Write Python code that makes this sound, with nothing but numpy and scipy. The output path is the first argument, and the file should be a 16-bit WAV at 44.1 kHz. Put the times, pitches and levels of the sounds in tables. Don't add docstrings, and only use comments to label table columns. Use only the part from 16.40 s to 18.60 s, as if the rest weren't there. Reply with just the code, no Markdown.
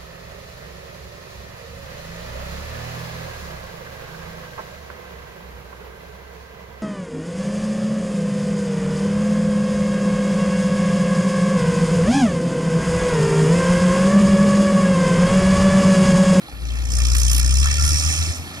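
import sys
import numpy as np
from scipy import signal
from scipy.fft import rfft, irfft
from scipy.io import wavfile

SR = 44100
rng = np.random.default_rng(int(sys.argv[2]) if len(sys.argv) > 2 else 0)


def wav_record(signal):
    frames = np.transpose(np.atleast_2d(signal))
    bounded = np.clip(frames, -1, 1)
    quanta = np.round(bounded * 32767).astype(np.int16)
    wavfile.write(sys.argv[1], SR, quanta)


N = 97020
T = np.arange(N) / SR
HZ = np.maximum(np.arange(N // 2 + 1) * SR / N, 1)


# time in seconds, level in dB.
THROB_LEVEL = [(0, -67), (.09, -55), (.14, -34), (.19, -37.5), (.23, -27), (.45, -23.5), (.51, -23.5),
               (.57, -18.5), (.76, -17), (1.08, -17), (1.22, -15.5), (1.35, -22), (1.4, -18), (1.56, -18.5),
               (1.61, -26), (1.67, -20), (1.76, -26), (1.81, -19), (1.85, -25.5), (1.91, -22.5),
               (1.945, -39), (1.99, -30.5), (2.06, -43.5), (2.2, -58.5)]
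# multiple of the firing rate, level in dB against the firing tone.
OVERTONES = [(2, -19.5), (3, -39)]
# frequency in Hz, relative density in dB per Hz.
RUMBLE = [(15, -32), (30, -19), (50, -12.5), (90, 5.5), (115, -4.5), (150, -1), (190, -22), (300, -16),
          (450, -28.5), (900, -50)]
THROB_TRIM_DB, THROB_UNEVEN_DB = -0.5, .75
HUM_DB = -41.5
SHUDDER_BEAT_HZ, SHUDDER_DB = 99.3, -18.5
RUMBLE_DB, RUMBLE_DB_PER_HZ = -22.5, 0.2056
RUMBLE_FOLLOWS = .75


def exhaust_throb(turns, revved_hz):
    level_db = in_time(THROB_LEVEL)
    tone = np.cos(2 * np.pi * turns)
    for multiple, db in OVERTONES:
        tone = tone + from_db(db) * np.cos(2 * np.pi * multiple * turns)
    loaded = from_db(level_db + THROB_TRIM_DB + THROB_UNEVEN_DB * drift(48))
    hum = from_db(HUM_DB) * revved_hz / revved_hz.max()
    tone = np.sqrt(2) * tone * np.hypot(loaded, hum)

    shudder = np.sin(2 * np.pi * (SHUDDER_BEAT_HZ * T - turns))
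    shudder = np.sqrt(2) * from_db(level_db + SHUDDER_DB) * shudder

    rumble_db = RUMBLE_DB + RUMBLE_FOLLOWS * level_db + RUMBLE_DB_PER_HZ * revved_hz
    return np.outer([1, 0], tone + shudder) + noise(RUMBLE) * from_db(rumble_db)


def exhaust_hiss(turns, revved_hz):
    hiss_flow = puffs(turns, revved_hz, HISS_LEAK, HISS_FALL)
    rasp_flow = puffs(turns, revved_hz, RASP_LEAK, RASP_FALL)
    hard_rasp_db, hard_hiss_db = hard_firings()
    treble = hiss(hiss_flow, hard_hiss_db) + spits(hiss_flow) + cracks()
    return rasp(rasp_flow, hard_rasp_db) + cut_on(treble) + pipe_song(hiss_flow)


RASP_LEAK, HISS_LEAK = .23, .14
MERGE_HZ = 33
PUFF_RISE, HISS_FALL, RASP_FALL = 0.2, 0.2, 0.45
PUFF_DELAY, PUFF_ADVANCE_PER_HZ = 0.046, 0.0098
PUFF_UNEVEN_DB = .4
GRAIN_DB, GRAIN_PER_S = .8, 700


def puffs(turns, revved_hz, leak, fall):
    late = turns - PUFF_DELAY + PUFF_ADVANCE_PER_HZ * revved_hz
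    strengths = from_db(PUFF_UNEVEN_DB * rng.standard_normal(N))
    bursts = 0
    for firing in (np.round(late), np.round(late) - 1):
        age = late - firing
        rise = (np.minimum(age, 0) / PUFF_RISE) ** 2
        tail = np.maximum(age, 0) / fall
        bursts = bursts + strengths[firing.astype(int)] * np.exp(-rise - tail)
    leak = np.clip(leak + (revved_hz / MERGE_HZ) ** 2, 0, 1)
    flow = leak + (1 - leak) * bursts
    return rms_one(flow * from_db(GRAIN_DB * drift(GRAIN_PER_S)))


# time in seconds, change of rasp in dB, change of hiss in dB.
HARD_FIRINGS = [(0.353, -1, 1), (.456, 0, 7.5), (.589, 1.5, 4), (.654, 4, 2), (0.752, 5.5, 0.5),
                (.72, 0, 2), (1.0, 2.5, 1.5), (1.046, 1, 1.5), (1.233, 3.5, 0), (1.315, 5.5, 2),
                (1.508, 3.5, 0), (1.819, 1.5, -2)]
HARD_FIRING_S = .006


def hard_firings():
    change_db = 0
    for time, rasp_db, hiss_db in HARD_FIRINGS:
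        accent = np.exp(-((T - time) / HARD_FIRING_S) ** 2)
        change_db = change_db + np.outer([rasp_db, hiss_db], accent)
    return change_db


# time in seconds, level in dB.
RASP_LEVEL = [(0, -47), (.2, -46.5), (.27, -40.5), (.45, -38), (.56, -36), (.59, -30), (.68, -32),
              (.76, -30), (1.0, -29.5), (1.2, -32), (1.24, -26.5), (1.35, -29), (1.46, -29.5), (1.7, -29),
              (1.88, -31.5), (1.98, -47), (2.2, -39.5)]
# frequency in Hz, relative density in dB per Hz.
RASP = [(500, -33), (900, -19), (1130, 0), (1500, -3.5), (2050, 2.5), (2600, 1.5), (2950, -3), (3500, 5.5),
        (3750, -4.5), (4050, 0.5), (4800, -2.5), (6500, 3), (12000, -42)]
# frequency in Hz, width in Hz, level in dB against the broad colour.
RASP_MODES = [(1464, 50, -6.5), (1767, 137, 6.5), (2350, 97, -1), (2655, 33, 12), (3144, 78, 7.5),
              (3965, 140, 0.5)]
RASP_PATCHY_DB = 3.3


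def rasp(flow, hard_db):
    jet = patchy(noise(RASP), RASP_PATCHY_DB) * flow
    return stack(jet, RASP_MODES) * from_db(in_time(RASP_LEVEL) + hard_db)


# time in seconds, level in dB.
HISS_LEVEL = [(0, -100), (.2, -57), (.28, -40.5), (.42, -43), (.49, -34.5), (.52, -23.5), (.545, -26),
              (.6, -25.5), (.78, -22), (.91, -19.5), (1.04, -24.5), (1.2, -21.5), (1.3, -25.5), (1.32, -24),
              (1.37, -24.5), (1.43, -21), (1.72, -22.5), (1.88, -29.5), (1.96, -34), (2.03, -45.5),
              (2.2, -47)]
# frequency in Hz, relative density in dB per Hz.
HISS = [(3500, -33), (4850, -1), (5080, 2), (6500, 2.5), (7000, -1), (7600, -1), (8400, -4.5), (9300, 2),
        (9600, -8), (11500, -9.5), (13000, -23), (15500, -52)]
# frequency in Hz, width in Hz, level in dB against the broad colour.
HISS_MODES = [(5080, 94, -1.5), (5520, 83, -4), (5670, 100, -14), (6360, 160, -11)]
HISS_PATCHY_DB = 1.2


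def hiss(flow, hard_db):
    jet = patchy(noise(HISS), HISS_PATCHY_DB) * flow
    return stack(jet, HISS_MODES) * from_db(in_time(HISS_LEVEL) + hard_db)


# frequency in Hz, relative density in dB per Hz.
SPIT = [(1000, -15.5), (3000, -1), (6000, -8), (9000, -1.5), (10800, 4), (12500, -6), (15000, -5)]
# start in seconds, length in seconds, level in dB before the trim, upper edge in Hz.
SPITS = [(.745, .075, -27, 15000), (.82, .09, -35, 14000), (.91, .097, -22, 14500),
         (1.44, .065, -25, 12000), (1.51, .14, -33, 10000)]
SPIT_TRIM_DB, SPIT_FADE_S = 1.5, .012


def spits(flow):
    bright = rfft(noise(SPIT) * flow)
    out = 0
    for start, length, db, top_hz in SPITS:
        blast = irfft(bright / (1 + (HZ / top_hz) ** 20), N)
        out = out + blast * from_db(db + SPIT_TRIM_DB) * swell(start, start + length, SPIT_FADE_S)
    return out


# time in seconds, level in dB before the cut-on.
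CRACKS = [(.589, -24), (.999, -14)]
CRACK_S = 0.00085


def cracks():
    level = 0
    for time, db in CRACKS:
        level = level + from_db(db) * (T >= time) * np.exp(-np.abs(T - time) / CRACK_S)
    return noise(SPIT) * level


# start in seconds, end in seconds, frequency in Hz, width in Hz,
# level in dB.
SINGS = [(1.247, 1.295, 1260, 100, -36), (1.384, 1.503, 1384, 29.8, -37), (1.387, 1.6, 5540, 203.7, -27)]
SING_FADE_S = 0.014


def pipe_song(flow):
    jet = rfft(rng.standard_normal((2, N)) * flow)
    out = 0
    for start, end, hz, width, db in SINGS:
        shape = swell(start, end, SING_FADE_S)
        whistle = rms_one(irfft(jet * resonance(hz, width), N) * shape)
        out = out + whistle * np.sqrt(np.mean(shape ** 2)) * from_db(db)
    return out


def stack(x, modes):
    response = 1
    for hz, width, db in modes:
        response = response + from_db(db) * resonance(hz, width)
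    return rms_one(irfft(rfft(x) * response, N))


CUT_ON_HZ = 5020
CUT_ON_DB = -6.5


def cut_on(x):
    above = .5 + .5 * np.tanh((HZ - CUT_ON_HZ) / 30)
    return irfft(rfft(x) * from_db(CUT_ON_DB * (1 - above)), N)


# frequency in Hz, relative density in dB per Hz.
CLATTER = [(20, -14), (50, 1), (85, 3.5), (125, 12.5), (200, 7), (300, 9), (390, -1.5), (600, 1), (790, 2),
           (930, -5.5), (1250, -1.5), (2400, 1), (2950, -4.5), (4200, -4), (6500, -14.5), (8000, -11.5),
           (11000, -5.5), (13000, -14), (15000, -25)]
# time in seconds, level in dB.
CLATTER_LEVEL = [(0, -41), (.2, -41), (.6, -38), (1.2, -40), (1.85, -35.5), (2.03, -36), (2.2, -36.5)]
CLATTER_ROUGH_DB, CLATTER_PATCHY_DB = 1.4, 1.76
KNOCK_S, KNOCK_HZ, KNOCK_DECAY_S, KNOCK_DB = 0.085, 820, 0.0078, -32.5


def machine():
    level_db = in_time(CLATTER_LEVEL) + CLATTER_ROUGH_DB * drift(100)
    clatter = patchy(noise(CLATTER), CLATTER_PATCHY_DB) * from_db(level_db)
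    age = np.maximum(T - KNOCK_S, 0)
    knock = from_db(KNOCK_DB) * np.sin(2 * np.pi * KNOCK_HZ * age) * np.exp(-age / KNOCK_DECAY_S)
    return clatter + np.outer([1, 0], knock)


# frequency in Hz, level in dB, lag in ms, likeness from 0 to 1.
PORTS = [(25, -0.5, 3, 0.5), (58.4, 5.5, 2.33, 0.89), (148, -.5, .5, 0.97), (274, 2, 0.37, 0.97),
         (663, -1, 0.19, 0.88), (1270, 1.5, 0.12, 0.65), (1410, 3.5, 0.19, 0.67), (1551, -1, 0.33, 0.94),
         (1804, -5.5, 0.16, 0.65), (1983, -1, 0.265, 0.88), (2390, -4, 0.11, 0.8), (2670, -1, 0.16, 1),
         (2830, -.5, 0.17, 0.88), (2970, 0, 0.166, 0.93), (3560, -4, 0.18, 0.72), (3900, -1, .17, 0.68),
         (4400, 1, 0.2, 1), (4640, -1, 0.19, 0.72), (5330, -4, 0.18, 0.77), (5520, -2.5, 0.22, 1),
         (6400, -12, 0.22, 0.74), (7900, -18, 0.283, 0.17), (9800, -14.5, 0.186, 0.45),
         (9900, -25, 0.26, 0.2), (12600, -13, 0.237, 0.6)]


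def ports(pair):
    direct, scattered = rfft(pair)
    level_db, lag_ms, alike = over_hz(PORTS)
    alike = np.clip(alike, 0, 1)
    left = from_db(level_db) * (alike * direct + np.sqrt(1 - alike ** 2) * scattered)
    half_lag = np.exp(-1j * np.pi * HZ * lag_ms / 1000)
    return irfft(np.array([left * half_lag, direct / half_lag]), N)


def from_db(db):
    return 10 ** (np.asarray(db) / 20)


def rms_one(x):
    return x / np.sqrt(np.mean(x ** 2) + 1e-20)


def in_time(rows):
    return np.interp(T, *np.transpose(rows))


def over_hz(rows):
    hz, *columns = np.transpose(rows)
    return [np.interp(np.log(HZ), np.log(hz), column) for column in columns]


def drift(rate):
    return rms_one(irfft(rfft(rng.standard_normal(N)) / (1 + (HZ / rate) ** 2), N))


def swell(start, end, fade):
    return np.clip(np.minimum(T - start, end - T) / fade + .5, 0, 1)


def resonance(hz, width):
    return 1 / (1 + 1j * (HZ / hz - hz / HZ) * hz / width)


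def noise(spectrum):
    colour_db = over_hz(spectrum)[0]
    return rms_one(irfft(rfft(rng.standard_normal((2, N))) * from_db(colour_db), N))


PATCHY_PER_S = 28


def patchy(x, depth_db):
    spectrum = rfft(x)
    place = np.clip(3 * np.log2(HZ / 125), 0, 21)
    out = 0
    for k in range(int(place.max()) + 1):
        band = irfft(spectrum * np.maximum(1 - np.abs(place - k), 0), N)
        out = out + band * from_db(depth_db * drift(PATCHY_PER_S))
    return out


# time in seconds, firing rate in firings per second.
FIRING = [(0.0, 56.99), (0.5, 60.67), (1.0, 60.83), (1.15, 65.44), (1.3, 71.52), (1.6, 76.01), (1.8, 81.08),
          (2.0, 83.55), (2.2, 85.04)]
FIRST_FIRING_S = .0124


def scene():
    rate = in_time(FIRING)
    turns = np.cumsum(rate) / SR - FIRST_FIRING_S * rate[0]
    revved_hz = np.maximum(rate - FIRING[1][1], 0)
    exhaust = exhaust_throb(turns, revved_hz) + exhaust_hiss(turns, revved_hz)
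    return ports(exhaust + machine())


PEAK_LIMIT, CUTOFF_HZ = .8, 15300


def record(dry):
    held = dry / (1 + (dry / PEAK_LIMIT) ** 6) ** (1 / 6)
    steep_cut = signal.ellip(10, .1, 80, CUTOFF_HZ, fs=SR, output="sos")
    return signal.sosfilt(steep_cut, held)


dry = scene()
out = record(dry)
wav_record(out)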